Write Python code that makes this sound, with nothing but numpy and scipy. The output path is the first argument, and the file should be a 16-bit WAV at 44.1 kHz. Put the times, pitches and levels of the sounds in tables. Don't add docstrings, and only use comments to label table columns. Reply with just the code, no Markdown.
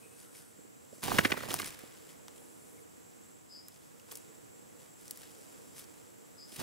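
import sys
import numpy as np
from scipy import signal
from scipy.fft import rfft, irfft, next_fast_len
from scipy.io import wavfile
from scipy.ndimage import uniform_filter1d, map_coordinates

SR = 44100
rng = np.random.default_rng(int(sys.argv[2]) if len(sys.argv) > 2 else 0)


def boost(x):
    u = np.asarray(x, float) / 20
    return 10 ** u


def bounce(signal):
    frames = np.transpose(np.atleast_2d(signal))
    limited = np.clip(frames, -1, 1)
    pcm = np.round(limited * 32767).astype(np.int16)
    wavfile.write(sys.argv[1], SR, pcm)


N = 291942

# t/s, peak level/dB, clap f/Hz, feather hiss/dB re clap,
# length/s
DOWNSTROKES = [(1.116, -22.5, 940, -21, .0055), (1.1849, -10.5, 1620, -9, 0.0094),
               (1.2483, -13.5, 1900, -25, 0.012), (1.3188, -16.5, 2100, -38, 0.0072),
               (1.372, -31, 1410, -17, 0.0084), (1.434, -33, 950, -23, 0.00775),
               (1.54, -30, 800, 3, 0.0064), (1.597, -30, 1416, -22, .0067)]
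# t/s, peak level/dB, clap f/Hz, feather hiss/dB re clap
UPSTROKES = [(1.079, -28.5, 850, -18), (1.142, -32, 886, -3), (1.207, -34, 2200, -9),
             (1.267, -38, 2160, -11.5), (1.301, -31.5, 1510, -21), (1.339, -33.5, 750, -20),
             (1.404, -36, 1410, -3.5), (1.459, -42, 718, -6.5), (1.485, -38, 865, -5),
             (1.504, -29.5, 3015, -1), (1.514, -35, 950, 4), (1.627, -34, 1630, -9), (6.522, -48, 3040, 3),
             (6.561, -46, 2950, 9), (6.587, -49, 830, 2.5), (6.594, -44, 990, 5), (6.61, -41, 684, -6)]
# t/s, wing effort/dB, leaf contact/dB
FLIGHTS = [
    [(1.02, -62, -62), (1.036, -42.5, -46), (1.15, -37, -60.5), (1.24, -37, -49), (1.36, -46, -58),
     (1.45, -45.5, -60), (1.55, -45.5, -47), (1.66, -50, -47.5), (1.75, -63, -68.5)],
    [(6.45, -90, -77), (6.54, -71, -56), (6.575, -57, -59), (6.6, -43.5, -53), (6.62, -43, -55.5)],
]
# f/Hz, level/dB per Hz
BUFFET_SPECTRUM = [(25, -42), (55, -22), (90, 2.5), (160, -1.5), (280, 1.5), (450, -4), (800, -20),
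                   (1500, -20.5)]
# f/Hz, level/dB per Hz
SWISH_SPECTRUM = [(400, -4), (700, 3), (1200, -4), (2000, -12), (3500, -41)]
# t/s, peak level/dB, f/Hz, bark level/dB re tick, bark f/Hz
CLAW_TICKS = [(1.031, -29.5, 4100, -3.5, 925), (1.0374, -25, 10200, -18, 982), (1.06, -32, 5670, -4.5, 861),
              (1.5408, -16, 11000, -16, 1000), (1.589, -25, 3960, -15, 2485),
              (1.5988, -27, 12360, -13, 2170), (1.618, -27, 4260, -10, 3160), (1.6444, -30, 4770, -8, 2360),
              (1.705, -36.5, 7080, -12, 2310), (2.2818, -36, 4640, -5.5, 1020),
              (3.6837, -34, 10600, -26, 1350), (3.7214, -50, 4980, -21, 945),
              (3.7437, -47.5, 6180, -17, 1040), (3.7614, -46, 4710, -18, 1880),
              (3.997, -47.5, 6200, -6.5, 2900), (5.0796, -36, 7740, -30, 837),
              (5.1094, -21.5, 11000, -33, 3000), (5.1734, -34, 12500, -21, 1860),
              (5.3494, -50, 7660, -11, 3330)]
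# t/s, peak level/dB, f/Hz, bark level/dB re tick, bark f/Hz
CLAW_SCRAPES = [(.3491, -49, 9120, -5, 2380), (1.7894, -40, 10260, -9, 1640), (2.0894, -47, 7330, -6, 3170),
                (2.359, -46.5, 7600, -8, 3950), (2.378, -49, 7700, -4.5, 3320), (4.086, -56, 7550, 0, 990),
                (4.1117, -39.5, 5800, -11, 3450), (4.1163, -29.5, 11100, -17, 1020),
                (4.1225, -36, 10500, -12.5, 1000), (4.1535, -32, 8960, -28, 3000),
                (4.1705, -35.5, 9500, -19, 2520), (5.792, -37, 9880, -11.5, 3490),
                (5.8394, -46, 5910, -13, 1450), (6.563, -40, 9160, -10, 3000)]
# t/s, peak level/dB, f/Hz
WOOD_KNOCKS = [
    (0.588, -48.5, 280),
    (0.648, -52, 317),
    (0.927, -45, 317),
    (0.98, -49, 305),
    (1.834, -42.5, 313),
    (2.416, -55, 463),
    (4.118, -52.5, 377),
    (6.588, -43, 169),
    (6.606, -37.5, 152),
]
# start t/s, hold/s, leaf level/dB, duller plumage/dB re leaves
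BRUSHES = [(0.194, 0.043, -65.5, -4), (0.364, 0.034, -59.5, -4.5), (0.948, 0.076, -65, -10),
           (1.75, 0.08, -66.5, 6), (1.86, 0.19, -72.5, 3.5), (2.09, 0.018, -69, 0.5),
           (3.69, 0.19, -77, -4.5), (4.11, 0.083, -63.5, -6), (4.818, .03, -69, -0.5),
           (5.018, 0.21, -64.5, -5.5), (5.233, 0.037, -75.5, 12), (5.298, 0.16, -67, -4.5),
           (5.497, 0.27, -72.5, -2), (5.784, 0.011, -57, -3), (5.853, 0.23, -78.5, 0)]
# f/Hz, level/dB per Hz
LEAF_SPECTRUM = [(2500, -40), (5000, 0.5), (7000, -2), (10000, 3), (13000, -5.5), (16000, -13)]
# f/Hz, level/dB per Hz
PLUMAGE_SPECTRUM = [(1200, -6.5), (2200, -4), (3200, -3.5), (5000, -6.5), (8000, -14)]
# f/Hz, left minus right level/dB
PORT_LEAN = [(60, -20), (200, -16), (700, -8), (2000, -1), (4000, 0.5), (15000, 4)]
# f/Hz, left phase lead/rad
PORT_LEAD = [(100, 2.35), (700, 1.64), (1300, 1.3), (2100, 1.06), (3500, 0.71), (5500, 0.16), (15000, .1)]
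# f/Hz, unrelated difference level/dB
PORT_SPREAD = [(100, -9), (700, -14), (2000, -12), (5000, -9), (15000, -6)]
# start t/s, hold/s, level/dB
TRILLS = [
    (3.505, .09, -52.5),
    (6.384, 0.059, -52.5),
]
# start t/s, length/s, f/Hz, level/dB
FAR_CALLS = [
    (0.013, 0.064, 2480, -66.5),
    (0.07, 0.1, 2550, -71.5),
    (0.187, 0.17, 1430, -72),
    (0.366, 0.11, 1450, -71),
    (2.775, 0.021, 2170, -67),
]
# t/s, level/dB
CICADA_LEVEL = [(0.0, -66), (1.05, -67), (2.0, -67), (2.5, -65), (2.9, -68.5), (3.3, -64.5), (3.95, -72),
                (4.3, -66), (6.62, -66.5)]
# start t/s, hold/s, level/dB
KATYDID = (2.37, 0.45, -66.5)
# t/s, level/dB
DRONE_LEVEL = [(0.0, -72), (1.0, -74.5), (1.9, -68.5), (2.6, -65), (3.4, -76), (3.85, -76), (4.2, -67.5),
               (4.65, -69), (4.9, -72), (5.2, -68), (5.55, -64.5), (5.85, -70), (6.62, -70.5)]
# f/Hz, level/dB per Hz
AIR_MID_SPECTRUM = [(15, -46), (25, -28), (101, 4), (341, 2), (390, -2), (458, -2.5), (584, -2), (1310, -6),
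                    (4770, -14), (6590, -7.5), (7540, -6), (8630, -9.5), (15600, -14.5)]
# f/Hz, level/dB per Hz
AIR_SIDE_SPECTRUM = [(15, -44), (25, -29.5), (48, -27), (108, -7), (309, -1), (427, -7), (911, -13),
                     (1100, -14.5), (4030, -31), (7510, -30.5), (16000, -33.5)]


def wings():
    out = np.zeros((2, N))
    beats = [(*row, -6.5) for row in DOWNSTROKES]
    beats += [(*row, 0.0078, -4.5) for row in UPSTROKES]  # length_s, thump_db re clap
    for s, db, hz, hiss_db, length_s, thump_db in beats:
        s -= 0.14906 * length_s
        clap = lambda f: peak(hz, 0.55 * hz)(f) * peak(0.6 * hz, 1.6 * hz)(f) * peak(0.7 * hz, 2.5 * hz)(f)
        thump = lambda f: peak(310, 420)(f) ** 2
        hiss = lambda f: peak(6500, 11000)(f) ** 2
        add(out, s, boost(db) * puff(clap, length_s, 3.5, slaps_hz=600))
        add(out, s + 0.462 * length_s, boost(db + thump_db) * puff(thump, 0.52 * length_s, 3.7, slaps_hz=0))
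        add(out, s, boost(db + hiss_db - 1) * puff(hiss, 0.9 * length_s, 2.5, slaps_hz=300))
    effort, _, lull = flight()
    buffet_db = -1.5 - 6.1 * lull + 1.5 * wobble(29.98)
    out += effort * boost(buffet_db) * noise(colour(BUFFET_SPECTRUM))
    swish_db = -7.5 - 19 * lull + 1.9 * wobble(70)
    return out + effort * boost(swish_db) * noise(colour(SWISH_SPECTRUM))


def flight():
    effort, contact = sum(boost(curves(rows)) for rows in FLIGHTS)
    t = np.arange(N) / SR
    delay_s, width_s = 0.039, 0.014
    lull = sum(np.exp(-((t - s - delay_s) / width_s) ** 2) for s, *_ in DOWNSTROKES[1:])
    return effort, contact, lull


def claws():
    out = np.zeros((2, N))
    tick_s, scrape_s = 0.0013, 0.0038
    hits = [(*row, tick_s) for row in CLAW_TICKS] + [(*row, scrape_s) for row in CLAW_SCRAPES]
    for s, db, hz, bark_db, bark_hz, length_s in hits:
        tick = lambda f: peak(hz, 0.9 * hz)(f) * peak(hz, 2.2 * hz)(f)
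        bark = lambda f: peak(bark_hz, 260)(f) - 0.27 * peak(2500, 3500)(f)
        add(out, s, boost(db) * puff(tick, length_s, 1.58, slaps_hz=340))
        add(out, s, boost(db + bark_db + 3.0) * puff(bark, length_s, 0.67, slaps_hz=940))
    for s, db, hz in WOOD_KNOCKS:
        knock = lambda f: (peak(hz, 160)(f) - 0.94 * peak(1.9 * hz, 160)(f)) * peak(hz, 600)(f)
        add(out, s, boost(db) * puff(knock, 0.005, 2.1, slaps_hz=0))
    return out


def rustle():
    effort, contact, lull = flight()
    stir_db = -77
    leaves = boost(stir_db) + contact * boost(-8 * lull)
    plumage = boost(stir_db - 0.5) + (boost(-7) * effort + boost(-4) * contact) * boost(-8.5 * lull)
    for s, hold_s, db, dull_db in BRUSHES:
        brush = boost(db) * swell(s, hold_s, attack_s=0.025, release_s=0.025)
        leaves = leaves + brush
        plumage = plumage + boost(dull_db) * brush
    grain = unit(boost(1.1 * wobble(45) + 3 * wobble(500)))
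    leaf_noise = boost(2.0) * leaves * noise(colour(LEAF_SPECTRUM))
    plumage_noise = boost(1.04) * plumage * noise(colour(PLUMAGE_SPECTRUM))
    return grain * (leaf_noise + plumage_noise)


def near(pair):
    left = lambda f: boost(along(PORT_LEAN, f) / 2) * np.exp(0.5j * along(PORT_LEAD, f))
    lean = filtered(pair[0], lambda f: (left(f) - 1 / left(f)) / (left(f) + 1 / left(f)))
    side = lean + filtered(pair[1], colour(PORT_SPREAD))
    return np.array([pair[0] + side, pair[0] - side])


def grove(x):
    level_db, t60_s, centre_hz = -22, 1.74, 1210
    t = np.arange(SR) / SR
    tail = filtered(rng.standard_normal((2, SR)) * boost(-60 * t / t60_s), peak(centre_hz, 2800))
    return boost(level_db) * signal.fftconvolve(x[None], tail / np.linalg.norm(tail[0]), axes=1)[:, :N]


def trills():
    t = np.arange(N) / SR
    effort = sum(trill_effort(*row) for row in TRILLS)
    cycle = np.cumsum(72 + 3 * wobble(20)) / SR % 1
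    depth_hz = 90 + 850 * uniform_filter1d(effort / effort.max(), size=1200)
    hz = 5150 - depth_hz * cycle ** 1.9
    pulse = np.sin(np.pi * cycle ** 0.75) ** 0.6
    voice = effort * unit(np.sin(2 * np.pi * np.cumsum(hz) / SR) * pulse)
    echo = rng.standard_normal((2, SR // 3)) * boost(-60 * t[:SR // 3] / 0.2)
    blurred = signal.fftconvolve(voice[None], echo / np.linalg.norm(echo[0]), axes=1)[:, :N]
    out = boost(-3.5) * voice + boost(-3.5) * blurred
    for s, length_s, call_hz, db in FAR_CALLS:
        shape = np.exp(-((t - s - length_s / 2) / (0.5 * length_s)) ** 2)
        out[0] += boost(db) * shape * noise(peak(call_hz, 110), channels=1)[0]
    return np.array([1.21 * out[0] + 0.24 * out[1], 1.0 * out[0] - 0.24 * out[1]])


def trill_effort(s, hold_s, db):
    attack_s, crest_db = 0.0091, 4
    t = np.arange(N) / SR
    crest = boost(crest_db * np.exp(-((t - s - 0.56 * hold_s) / (0.3 * hold_s)) ** 2))
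    tail = boost(-8) * swell(s + hold_s, 0.064, attack_s, release_s=0.039)
    return boost(db - 4.5) * np.maximum(crest * swell(s, hold_s, attack_s, release_s=0.0152), tail)


def cicadas():
    cut_s = 0.52
    here = 1 / (1 + np.exp((cut_s - np.arange(N) / SR) / 0.004))
    buzz = boost(curves(CICADA_LEVEL)[0] + 1.13 * wobble(100) + wobble(6.7))
    close_band = lambda f: peak(7330, 420)(f) ** 2 - peak(7780, 600)(f) ** 2
    wide_band = lambda f: (peak(7950, 600)(f) ** 2 + 1.1 * peak(9100, 800)(f) ** 2
                           + 0.55 * peak(11600, 500)(f) ** 2)
    mid, side = buzz * (here * noise(close_band) + boost(3) * (1 - here) * noise(wide_band))
    s, hold_s, db = KATYDID
    rasp = noise(lambda f: peak(9900, 3500)(f) ** 2, channels=1)[0]
    mid = mid + boost(db) * swell(s, hold_s, attack_s=0.019, release_s=0.025) * rasp
    return np.array([mid + 0.22 * side, mid - 0.32 * side])


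def woodland():
    upper_db, = curves(DRONE_LEVEL)
    lower_db = upper_db.max() - 4 + 1.46 * (upper_db - upper_db.max())
    breeze_db = 0.19 * (upper_db - upper_db.mean())
    drone = boost(upper_db + 2.6 * wobble(14)) * noise(lambda f: peak(465, 90)(f) ** 2)
    drone += boost(lower_db + 1.7 * wobble(15)) * noise(lambda f: peak(300, 160)(f) ** 2)
    air_mid = boost(-61.5 + breeze_db + 0.6 * wobble(7)) * noise(colour(AIR_MID_SPECTRUM), channels=1)[0]
    air_side = boost(-57 + breeze_db + 0.5 * wobble(7)) * noise(colour(AIR_SIDE_SPECTRUM), channels=1)[0]
    mid = drone[0] + air_mid
    side = boost(1.5) * drone[1] + air_side
    side -= filtered(mid, lambda f: 0.93 / (1 + (f / 1500) ** 2))
    return np.array([mid + side, mid - side])


def puff(response, length_s, edge, slaps_hz):
    t = np.arange(SR // 12) / SR
    rise = 1 - np.exp(-t / (0.18 * length_s))
    fall = np.exp(-(t / length_s) ** edge) + 0.14 * np.exp(-t / (0.004 + length_s))
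    slap = rng.random(len(t)) < slaps_hz / SR
    force = rng.standard_normal((2, len(t))) * (1 + 5 * slap)
    x = filtered(rise * fall * force, response)
    return x / np.abs(x).max(axis=1, keepdims=True)


def add(track, s, x):
    part = track[:, round(s * SR):][:, :x.shape[1]]
    part += x[:, :part.shape[1]]


def swell(s, hold_s, attack_s, release_s):
    t = np.arange(N) / SR
    rise = (np.clip(s - t, 0, None) / attack_s) ** 2
    fall = np.clip(t - s - hold_s, 0, None) / release_s
    return np.exp(-rise - fall)


def curves(rows):
    s, *cols = np.transpose(rows)
    return [np.interp(np.arange(N) / SR, s, c, left=-120, right=-120) for c in cols]


def wobble(rate_hz):
    knots = rng.standard_normal(int(N * rate_hz / SR) + 4)
    return map_coordinates(knots, [np.arange(N) * rate_hz / SR])


def noise(response, channels=2):
    return unit(filtered(rng.standard_normal((channels, N)), response))


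def colour(points):
    return lambda f: boost(along(points, f))


def peak(hz, width_hz):
    return lambda f: 1j * f * width_hz / (hz * hz - f * f + 1j * f * width_hz)


def filtered(x, response):
    n = x.shape[-1]
    m = next_fast_len(n + 4096)
    return irfft(rfft(x, m) * response(np.fft.rfftfreq(m, 1 / SR)), m)[..., :n]


def along(points, hz):
    f, v = np.transpose(points)
    return np.interp(np.log(hz + 1), np.log(f + 1), v)


def unit(x):
    return x / np.sqrt(np.mean(x ** 2) + 1e-20)


def scene():
    bird = wings() + claws() + rustle()
    return near(bird) + trills() + cicadas() + woodland() + grove(bird[0])


def roll_off(x):
    return signal.sosfilt(signal.butter(12, 16830, fs=SR, output="sos"), x)


def record(dry):
    rounded = dry / (1 + np.abs(dry / 0.4) ** 4) ** (1 / 4)
    top_hz = 15750
    mix = filtered(rounded, lambda f: f < top_hz)
    return roll_off(mix)


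dry = scene()
out = record(dry)
bounce(out)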